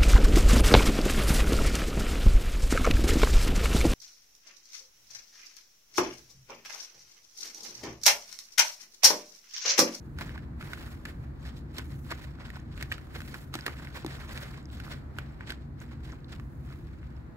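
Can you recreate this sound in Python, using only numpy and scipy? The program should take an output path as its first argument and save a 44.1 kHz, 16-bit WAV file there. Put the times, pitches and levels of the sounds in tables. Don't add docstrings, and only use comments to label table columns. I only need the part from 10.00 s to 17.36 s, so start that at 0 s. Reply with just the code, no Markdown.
import sys
import numpy as np
from scipy import signal
from scipy.fft import rfft, irfft
from scipy.io import wavfile
from scipy.ndimage import uniform_filter1d

SR = 44100
rng = np.random.default_rng(int(sys.argv[2]) if len(sys.argv) > 2 else 0)


def transcribe(u):
    v = np.clip(np.atleast_2d(u).T, -1, 1)
    q = np.round(v * 32767).astype(np.int16)
    wavfile.write(sys.argv[1], SR, q)


N = 324576

# moment of greatest force in seconds, build-up in seconds, grinding level in dB,
# wet crackle level in dB, glove crease level in dB.
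PRESSES = [(.212, 0.015, -41, -47, -56), (.275, 0.024, -49, -56.5, -68), (.345, 0.013, -50, -63, -73),
           (.622, .012, -51, -59, -72), (.735, .006, -47.5, -51, -62), (1.091, 0.027, -49.5, -57, -62),
           (1.245, .02, -59.5, -74, -80), (1.471, 0.04, -48.5, -52, -63.5), (1.572, .015, -60.5, -58, -66),
           (1.787, 0.031, -43.5, -47.5, -62), (1.93, 0.029, -55, -61.5, -80),
           (2.114, 0.018, -40.5, -45.5, -55), (2.23, 0.013, -56, -60, -63), (2.411, 0.019, -46, -56.5, -74),
           (2.485, 0.056, -51, -56, -68), (2.564, 0.021, -45.5, -52.5, -64),
           (2.82, 0.054, -47.5, -50.5, -65), (2.92, 0.0083, -48, -45.5, -62),
           (3.155, 0.021, -43.5, -51, -66), (3.342, 0.063, -51.5, -53, -64),
           (3.542, 0.0057, -42, -46.5, -57), (3.666, 0.0057, -35.5, -49, -56),
           (3.96, .012, -40.5, -46, -54.5), (4.125, 0.014, -46, -48, -67), (4.33, 0.01, -42.5, -47, -53),
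           (4.418, .025, -45, -48.5, -55), (4.565, 0.03, -52, -56.5, -74), (4.735, 0.017, -55, -52.5, -61),
           (4.856, 0.013, -47, -53.5, -61), (4.918, 0.029, -44, -49, -58.5), (5.19, 0.021, -48, -58.5, -65),
           (5.415, 0.0094, -45.5, -59.5, -84), (5.502, .025, -44.5, -47, -63),
           (5.82, 0.015, -47.5, -57.5, -62.5), (5.917, .015, -56.5, -66, -76),
           (6.049, 0.011, -57, -58, -67), (6.109, 0.035, -52.5, -60.5, -74),
           (6.328, 0.022, -49, -53.5, -65), (6.713, .04, -52, -59.5, -73)]
# start of the steady slide in seconds, its length in seconds, glove rustle level in dB,
# dragged food level in dB.
SLIDES = [(0, .18, -75.5, -72.5), (0.202, 0.095, -68.5, -53), (0.617, 0.29, -62.5, -52.5),
          (1.078, 0.15, -78, -70), (1.746, 0.36, -67.5, -76), (2.07, 0.18, -71, -55),
          (2.757, .3, -72.5, -62), (3.138, 0.27, -62, -57.5), (3.548, 0.31, -67, -52.5),
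          (4.078, 0.41, -64.5, -49.5), (4.73, 0.15, -73, -57), (5.23, 0.11, -82, -61),
          (5.806, 0.13, -83, -62.5), (6.037, 0.077, -75, -59.5), (6.33, 0.38, -76.5, -77),
          (6.658, 0.11, -71, -61.5), (6.878, 0.29, -82.5, -66)]
# moment in seconds, body level in dB, crack level in dB,
# share of the energy in one clean break (0-1, limited when used), pitch of the struck spot in Hz.
PELLET_SNAPS = [(0.1872, -40.5, -49, .7, 1460), (0.2105, -37, -49, .9, 1500), (.2938, -46, -62, .9, 1810),
                (.3779, -45, -61, .6, 1640), (0.61, -40, -59, 0, 1340), (0.6266, -44, -59, .7, 1440),
                (.7335, -34, -48, .1, 1470), (1.0536, -39, -47.5, 0.3, 1630), (1.057, -37.5, -58, 1, 1690),
                (1.7832, -41, -37.5, .2, 2100), (1.795, -41.5, -57, 1, 1500),
                (2.1058, -43.5, -49.5, .4, 1610), (2.1218, -35.5, -53, .6, 1130),
                (2.5028, -44.5, -54.5, .9, 1900), (2.7773, -45, -58, .6, 1690),
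                (2.8111, -41.5, -51, .4, 1740), (2.8263, -37, -39.5, 0.75, 2000),
                (2.917, -33.5, -46, .3, 1840), (2.9225, -30.5, -41, 0.74, 2380), (2.981, -44, -59, 1, 1410),
                (3.1498, -44, -62, .8, 2120), (3.2045, -42.5, -52, 0.4, 1510), (3.218, -45, -54, .5, 1480),
                (3.3427, -38, -50.5, 0.5, 1520), (3.54, -37.5, -40, .2, 1210), (3.5537, -37, -40, .9, 1310),
                (3.5894, -42, -55, .4, 1620), (3.6642, -31, -34.5, 0.56, 1860),
                (3.6799, -38.5, -48, .6, 1660), (3.8722, -44, -68, .7, 2230), (4.047, -44, -53, 0.7, 1000),
                (4.0636, -42.5, -43, 0.95, 1750), (4.376, -40, -46.5, .5, 2430),
                (4.8008, -42.5, -52.5, .5, 1600), (5.1862, -32.5, -46, 0.83, 1540),
                (5.408, -41, -70, .7, 1530), (5.497, -40.5, -57, .2, 1520),
                (5.5044, -36.5, -43.5, .5, 2940), (5.521, -41, -49, .4, 1580),
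                (6.3981, -47.5, -61.5, .8, 1150), (7.03, -52, -74, .5, 1500)]
# moment in seconds, level in dB, pitch of the flexing floor in Hz.
TRAY_BUMPS = [(1.7836, -43, 480), (2.1207, -46, 716), (3.5533, -37, 330), (3.6644, -43, 700),
              (3.6799, -41, 370), (4.047, -38.5, 900), (4.0636, -43, 400)]
# mode frequency in Hz, relative level in dB, 60 dB decay in seconds.
TRAY_MODES = [(1045, -11, 0.04), (1484, -5.5, 0.068), (1750, -6, 0.023), (1868, -9, 0.036),
              (2580, -5, 0.039), (3320, -12, .03)]
# moment in seconds, relative level of the first pop in dB, its pitch in Hz.
WET_SMACKS = [(1.568, -46, 4640), (2.599, -44, 6150), (3.6082, -32, 4530), (4.6279, -52, 7350),
              (4.6548, -41, 5100), (4.7007, -43, 3810), (5.8016, -43.5, 6640), (6.1195, -44, 5350),
              (6.244, -44, 3770), (6.2821, -49, 4080), (7.1656, -53, 4790)]

# frequency in Hz, relative spectral level in dB.
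GRIND_COLOUR = [(150, -9.5), (350, 1), (750, -3.5), (1050, -5), (1550, -1), (2200, -2), (3100, -13.5),
                (4500, -21.5), (9000, -46)]
CRACKLE_COLOUR = [(1500, -10.5), (3000, 3), (4100, 4), (5300, -1.5), (6300, -10.5), (7700, -6.5),
                  (9200, -16), (14000, -33)]
GLOVE_COLOUR = [(3000, -25), (6500, -1.5), (7800, -4.5), (9000, -4), (11500, 1), (14000, -4.5),
                (16000, -1.5)]
THUD_COLOUR = [(120, -37), (250, 3.5), (350, 4.5), (480, -11), (750, -10), (1150, -17.5), (2500, -48.5)]
BODY_COLOUR = [(300, -21.5), (800, -20), (1100, -8.5), (1650, 3.5), (2200, -1.5), (2900, -5), (4000, -24),
               (8000, -48)]
CRACK_COLOUR = [(1200, -53), (2800, 2.5), (4000, 10), (5500, 2), (7600, 0), (9200, -2.5), (12000, -0.5),
                (16000, -17)]

# frequency in Hz, relative spectral level in dB.
TRAFFIC_COLOUR = [(13, -38.5), (22, -21.5), (48, -3), (69, 3), (97, -5), (141, -2), (182, -12), (242, -11),
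                  (343, -15), (417, -29.5), (480, -28), (620, -45), (1060, -120)]
WIDE_COLOUR = [(30, 10.5), (65, 16.0), (140, 8.0), (300, 9.0), (500, -23.5), (900, -37)]
AIR_COLOUR = [(200, -5.5), (400, 0), (700, -2), (1000, -4), (1700, -7), (2400, -18), (3200, -27),
              (4200, -23), (5500, -33), (7300, -32), (8500, -36.5), (15500, -35)]
# pitch in Hz, rate of wavering in Hz, level in dB.
ENGINE_DRONES = [(66.55, 12, -53), (136.7, 12, -53), (234.3, 14, -59.5)]
# time in seconds, gain in dB.
TRAFFIC_SWELL = [(0, 2), (1, 0.5), (2, .5), (3.3, -1.5), (4.5, 0.3), (5.5, -0.7), (6.4, -0.4), (7.3, -1.5)]

RELEASE_S, SETTLE_S, SETTLE_DB = 0.026, 0.093, -16
SLIDE_ATTACK_S, SLIDE_RELEASE_S = 0.019, 0.075
SLIDE_WET_DB = -7.5
SNAP_THUD_DB = -22.5
FLOOR_DB = -5
CRUMB_LEAD_S, CRUMB_DECAY_S = 0.00076, 0.004
PORT_LAG_S = 0.00013
TOP_HZ = 15700


def stirring():
    grind_db, wet_db, glove_db = handwork() + sticking(hold_db=-1.5, hold_s=0.014)
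    slip = walk(110)
    ticks = grains(130, 2.5)
    food = grinding(grind_db, slip, ticks) + squelches(wet_db) + wet_crackle(wet_db, slip, ticks)
    return food + glove_rustle(glove_db, slip, ticks)


def grinding(level_db, slip, ticks):
    rubbing = (grains(2500, 1.5) + 0.32 * ticks) * undb(level_db + 3.26 * slip - 5.0)
    rubbing = at_ports(rubbing, right_db=1.5, scatter_db=-1.5, scatter_t60=0.016, yard_db=-6, yard_t60=0.19)
    knocks = pings(hz=1613, octaves=0.76, cycles=2.15, spread_db=4.0, count=1300)
    knocks = knocks * undb(level_db + slip - 6.5)
    return in_tray(colour(rubbing, GRIND_COLOUR) + from_right(knocks, right_db=3.5), ring_db=-5)


def squelches(level_db):
    lumps = pings(hz=2510, octaves=1.0, cycles=8, spread_db=3.0, count=350)
    return from_right(lumps * undb(level_db - 7.0), right_db=2.5)


def wet_crackle(level_db, slip, ticks):
    crackle = (grains(4000, 2.6) + 0.46 * ticks) * undb(level_db + 3.3 * slip - 4.5)
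    crackle = at_ports(crackle, right_db=2.5, scatter_db=0, scatter_t60=0.0039, yard_db=-10, yard_t60=0.28)
    pops = pings(hz=5000, octaves=0.674, cycles=7, spread_db=3.0, count=1700)
    pops = pops * undb(level_db + slip - 9.0)
    return colour(crackle, CRACKLE_COLOUR) + from_right(pops, right_db=0.5)


def glove_rustle(level_db, slip, ticks):
    rustle = (grains(9000, 4.0) + 0.3 * ticks) * undb(level_db + 1.7 * slip - 4.0)
    rustle = at_ports(rustle, right_db=3.5, scatter_db=5, scatter_t60=0.0079, yard_db=-22, yard_t60=0.12)
    return colour(rustle, GLOVE_COLOUR)


def handwork():
    energy = np.zeros((3, N))
    for s, build_s, grind_db, wet_db, glove_db in PRESSES:
        squeeze = swell(s, 0, build_s, RELEASE_S)
        settling = undb(SETTLE_DB) * swell(s, 0, build_s, SETTLE_S)
        energy += undb([[grind_db], [wet_db], [glove_db]]) ** 2 * (squeeze ** 2 + settling ** 2)
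    for s, length_s, glove_db, food_db in SLIDES:
        speed = swell(s, length_s, SLIDE_ATTACK_S, SLIDE_RELEASE_S)
        energy += undb([[food_db], [food_db + SLIDE_WET_DB], [glove_db]]) ** 2 * speed ** 2
    return 10 * np.log10(energy)


def sticking(hold_db, hold_s):
    t = np.arange(N) / SR
    times = np.append(np.sort(np.array(PELLET_SNAPS)[:, 0]), np.inf)
    wait = times[np.searchsorted(times, t)] - t
    return hold_db * np.exp(-wait / hold_s)


def snaps_and_bumps(size=2048):
    t = (np.arange(size) - size // 2) / SR
    thud, body, crack, spot = np.zeros((4, N))
    for s, body_db, crack_db, share, hz in PELLET_SNAPS:
        burst = fracture(t, share)
        add(thud, s, burst, body_db + SNAP_THUD_DB)
        add(body, s, burst, body_db)
        add(crack, s, burst * np.exp(-np.abs(t) / 0.021), crack_db)
        add(spot, s, ping(np.maximum(t, 0), hz, cycles=3.1), body_db)
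    for s, db, hz in TRAY_BUMPS:
        add(thud, s, fracture(t, share=0.69), db)
        add(spot, s, ping(np.maximum(t, 0), hz, cycles=1.7), db + FLOOR_DB)
    thud = at_ports(thud, right_db=-2.0, scatter_db=-9.0, scatter_t60=0.025, yard_db=-26, yard_t60=0.2)
    body = at_ports(body, right_db=2.0, scatter_db=-2.5, scatter_t60=0.015, yard_db=-8.5, yard_t60=0.28)
    crack = at_ports(crack, right_db=3.5, scatter_db=-1.5, scatter_t60=0.015, yard_db=-28, yard_t60=0.1)
    sound = undb(3.0) * colour(thud, THUD_COLOUR)
    sound = sound + undb(-7.5) * colour(body, BODY_COLOUR)
    sound = sound + undb(-3.0) * colour(crack, CRACK_COLOUR)
    return in_tray(sound + undb(-5) * from_right(spot, right_db=2.0), ring_db=-11.5)


def fracture(t, share):
    share = np.clip(share, 0.1, 0.95)
    crumbling = np.exp(np.where(t < 0, t / CRUMB_LEAD_S, -t / CRUMB_DECAY_S))
    crumbs = (rng.random(len(t)) < 4000 / SR) * rng.standard_normal(len(t)) * crumbling
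    burst = np.sqrt(1 - share) * crumbs / np.linalg.norm(crumbs)
    burst[len(t) // 2] = rng.choice([-1, 1]) * np.sqrt(share)
    return burst


def smacks(size=400):
    out, t = np.zeros(N), np.arange(size) / SR
    for s, db, hz in WET_SMACKS:
        for k, (gap, detune) in enumerate(rng.random((3, 2))):
            i = int((s + 0.00091 + k * gap * 0.00074) * SR)
            own_hz = hz * 2 ** (k * 0.68 * (detune - 0.5))
            out[i:i + size] += undb(db - 2.2 * k) * ping(t, own_hz, cycles=3.8)
    return from_right(out, right_db=2) * undb(-1.5)


def outdoors():
    return traffic() + wide_air()


def traffic():
    t = np.arange(N) / SR
    rumble = colour(rng.standard_normal(N), TRAFFIC_COLOUR, size=16384) * undb(-41.6 + walk(9))
    for hz, rate, db in ENGINE_DRONES:
        drone = walk(rate) * np.sin(2 * np.pi * hz * t) + walk(rate) * np.cos(2 * np.pi * hz * t)
        rumble = rumble + undb(db) * drone
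    swell_db = np.interp(t, *np.transpose(TRAFFIC_SWELL))
    return rumble * undb(0.21 * np.array([[1], [-1]]) + swell_db)


def wide_air():
    sides = np.array([[1], [-1]])
    low = sides * colour(rng.standard_normal(N), WIDE_COLOUR, size=8192)
    common = colour(rng.standard_normal(N), AIR_COLOUR)
    opposed = 1.09 * sides * colour(rng.standard_normal(N), AIR_COLOUR)
    return undb(-55.5) * low + (common + opposed) * undb(-61.5 + 1.04 * walk(2.82))


def in_tray(x, ring_db, size=4096):
    t = np.arange(size) / SR
    ring = sum(undb(db) * fading(t60, size) * np.cos(2 * np.pi * hz * t) for hz, db, t60 in TRAY_MODES)
    return x + undb(ring_db) * convolve(x, ring / np.abs(rfft(ring)).max())


def at_ports(x, right_db, scatter_db, scatter_t60, yard_db, yard_t60):
    energy = 0
    for db, t60 in ((scatter_db, scatter_t60), (yard_db, yard_t60)):
        keep = np.exp(-2 * np.log(1000) / (t60 * SR))
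        energy = energy + undb(db) ** 2 * signal.lfilter([1 - keep], [1, -keep], x ** 2 + 1e-18)
    wash = from_right(np.sqrt(energy), right_db) * rng.standard_normal((2, N))
    return from_right(x, right_db) + wash


def from_right(x, right_db):
    left = np.interp(np.arange(N) - round(PORT_LAG_S * SR), np.arange(N), x)
    return np.array([left, x]) * undb(np.array([[-right_db], [right_db]]) / 2)


def grains(rate, spread_db):
    sizes = undb(spread_db * np.minimum(rng.exponential(size=N), 5))
    return unit((rng.random(N) < rate / SR) * rng.choice([-1, 1], N) * sizes)


def ping(t, hz, cycles):
    return np.sin(2 * np.pi * hz * t) * np.exp(-hz * t / cycles)


def pings(hz, octaves, cycles, spread_db, count, size=512):
    when, pitch, big = rng.random((count, 3)).T[:, :, None]
    own_hz = hz * 2 ** (octaves * (2 * pitch - 1))
    sizes = undb(-spread_db * np.log(big + np.exp(-4)))
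    rings = ping(np.arange(size) / SR, own_hz, cycles) * sizes
    places = (when * (N - size)).astype(int) + np.arange(size)
    return unit(np.bincount(places.ravel(), rings.ravel(), N))


def add(track, s, sound, db):
    i = int(s * SR) - len(sound) // 2
    track[i:i + len(sound)] += undb(db) * sound / np.linalg.norm(sound) * np.sqrt(0.01 * SR)


def swell(start, hold_s, attack_s, release_s):
    t = np.arange(N) / SR - start
    growing = np.minimum(t, 0) / attack_s
    dying = np.maximum(t - hold_s, 0) / release_s
    return np.exp(np.maximum(growing - dying, -40))


def walk(rate):
    k = int(SR / rate)
    held = np.repeat(rng.standard_normal(N // k + 1), k)
    return unit(uniform_filter1d(uniform_filter1d(held, k), k)[:N])


def fading(t60, size):
    return np.exp(-np.log(1000) * np.arange(size) / SR / t60)


def colour(x, points, size=1024):
    hz, db = np.transpose(points)
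    f = np.maximum(np.arange(size // 2 + 1) * SR / size, 1)
    below = np.minimum(f / hz[0], 1) ** 2
    cepstrum = irfft(np.log(below * undb(np.interp(np.log(f), np.log(hz), db))))
    cepstrum[1:size // 2] *= 2
    cepstrum[size // 2 + 1:] = 0
    response = irfft(np.exp(rfft(cepstrum)))
    return convolve(x, response / np.linalg.norm(response))


def convolve(x, response):
    return signal.oaconvolve(np.atleast_2d(x), response[None], axes=1)[:, :N]


def unit(x):
    return x / np.sqrt(np.mean(x ** 2))


def undb(db):
    return 10 ** (np.asarray(db) / 20)


def scene():
    return stirring() + snaps_and_bumps() + smacks() + outdoors()


def record(dry):
    return signal.sosfilt(signal.ellip(10, 0.2, 70, TOP_HZ, fs=SR, output="sos"), dry)


dry = scene()
out = record(dry)
transcribe(out)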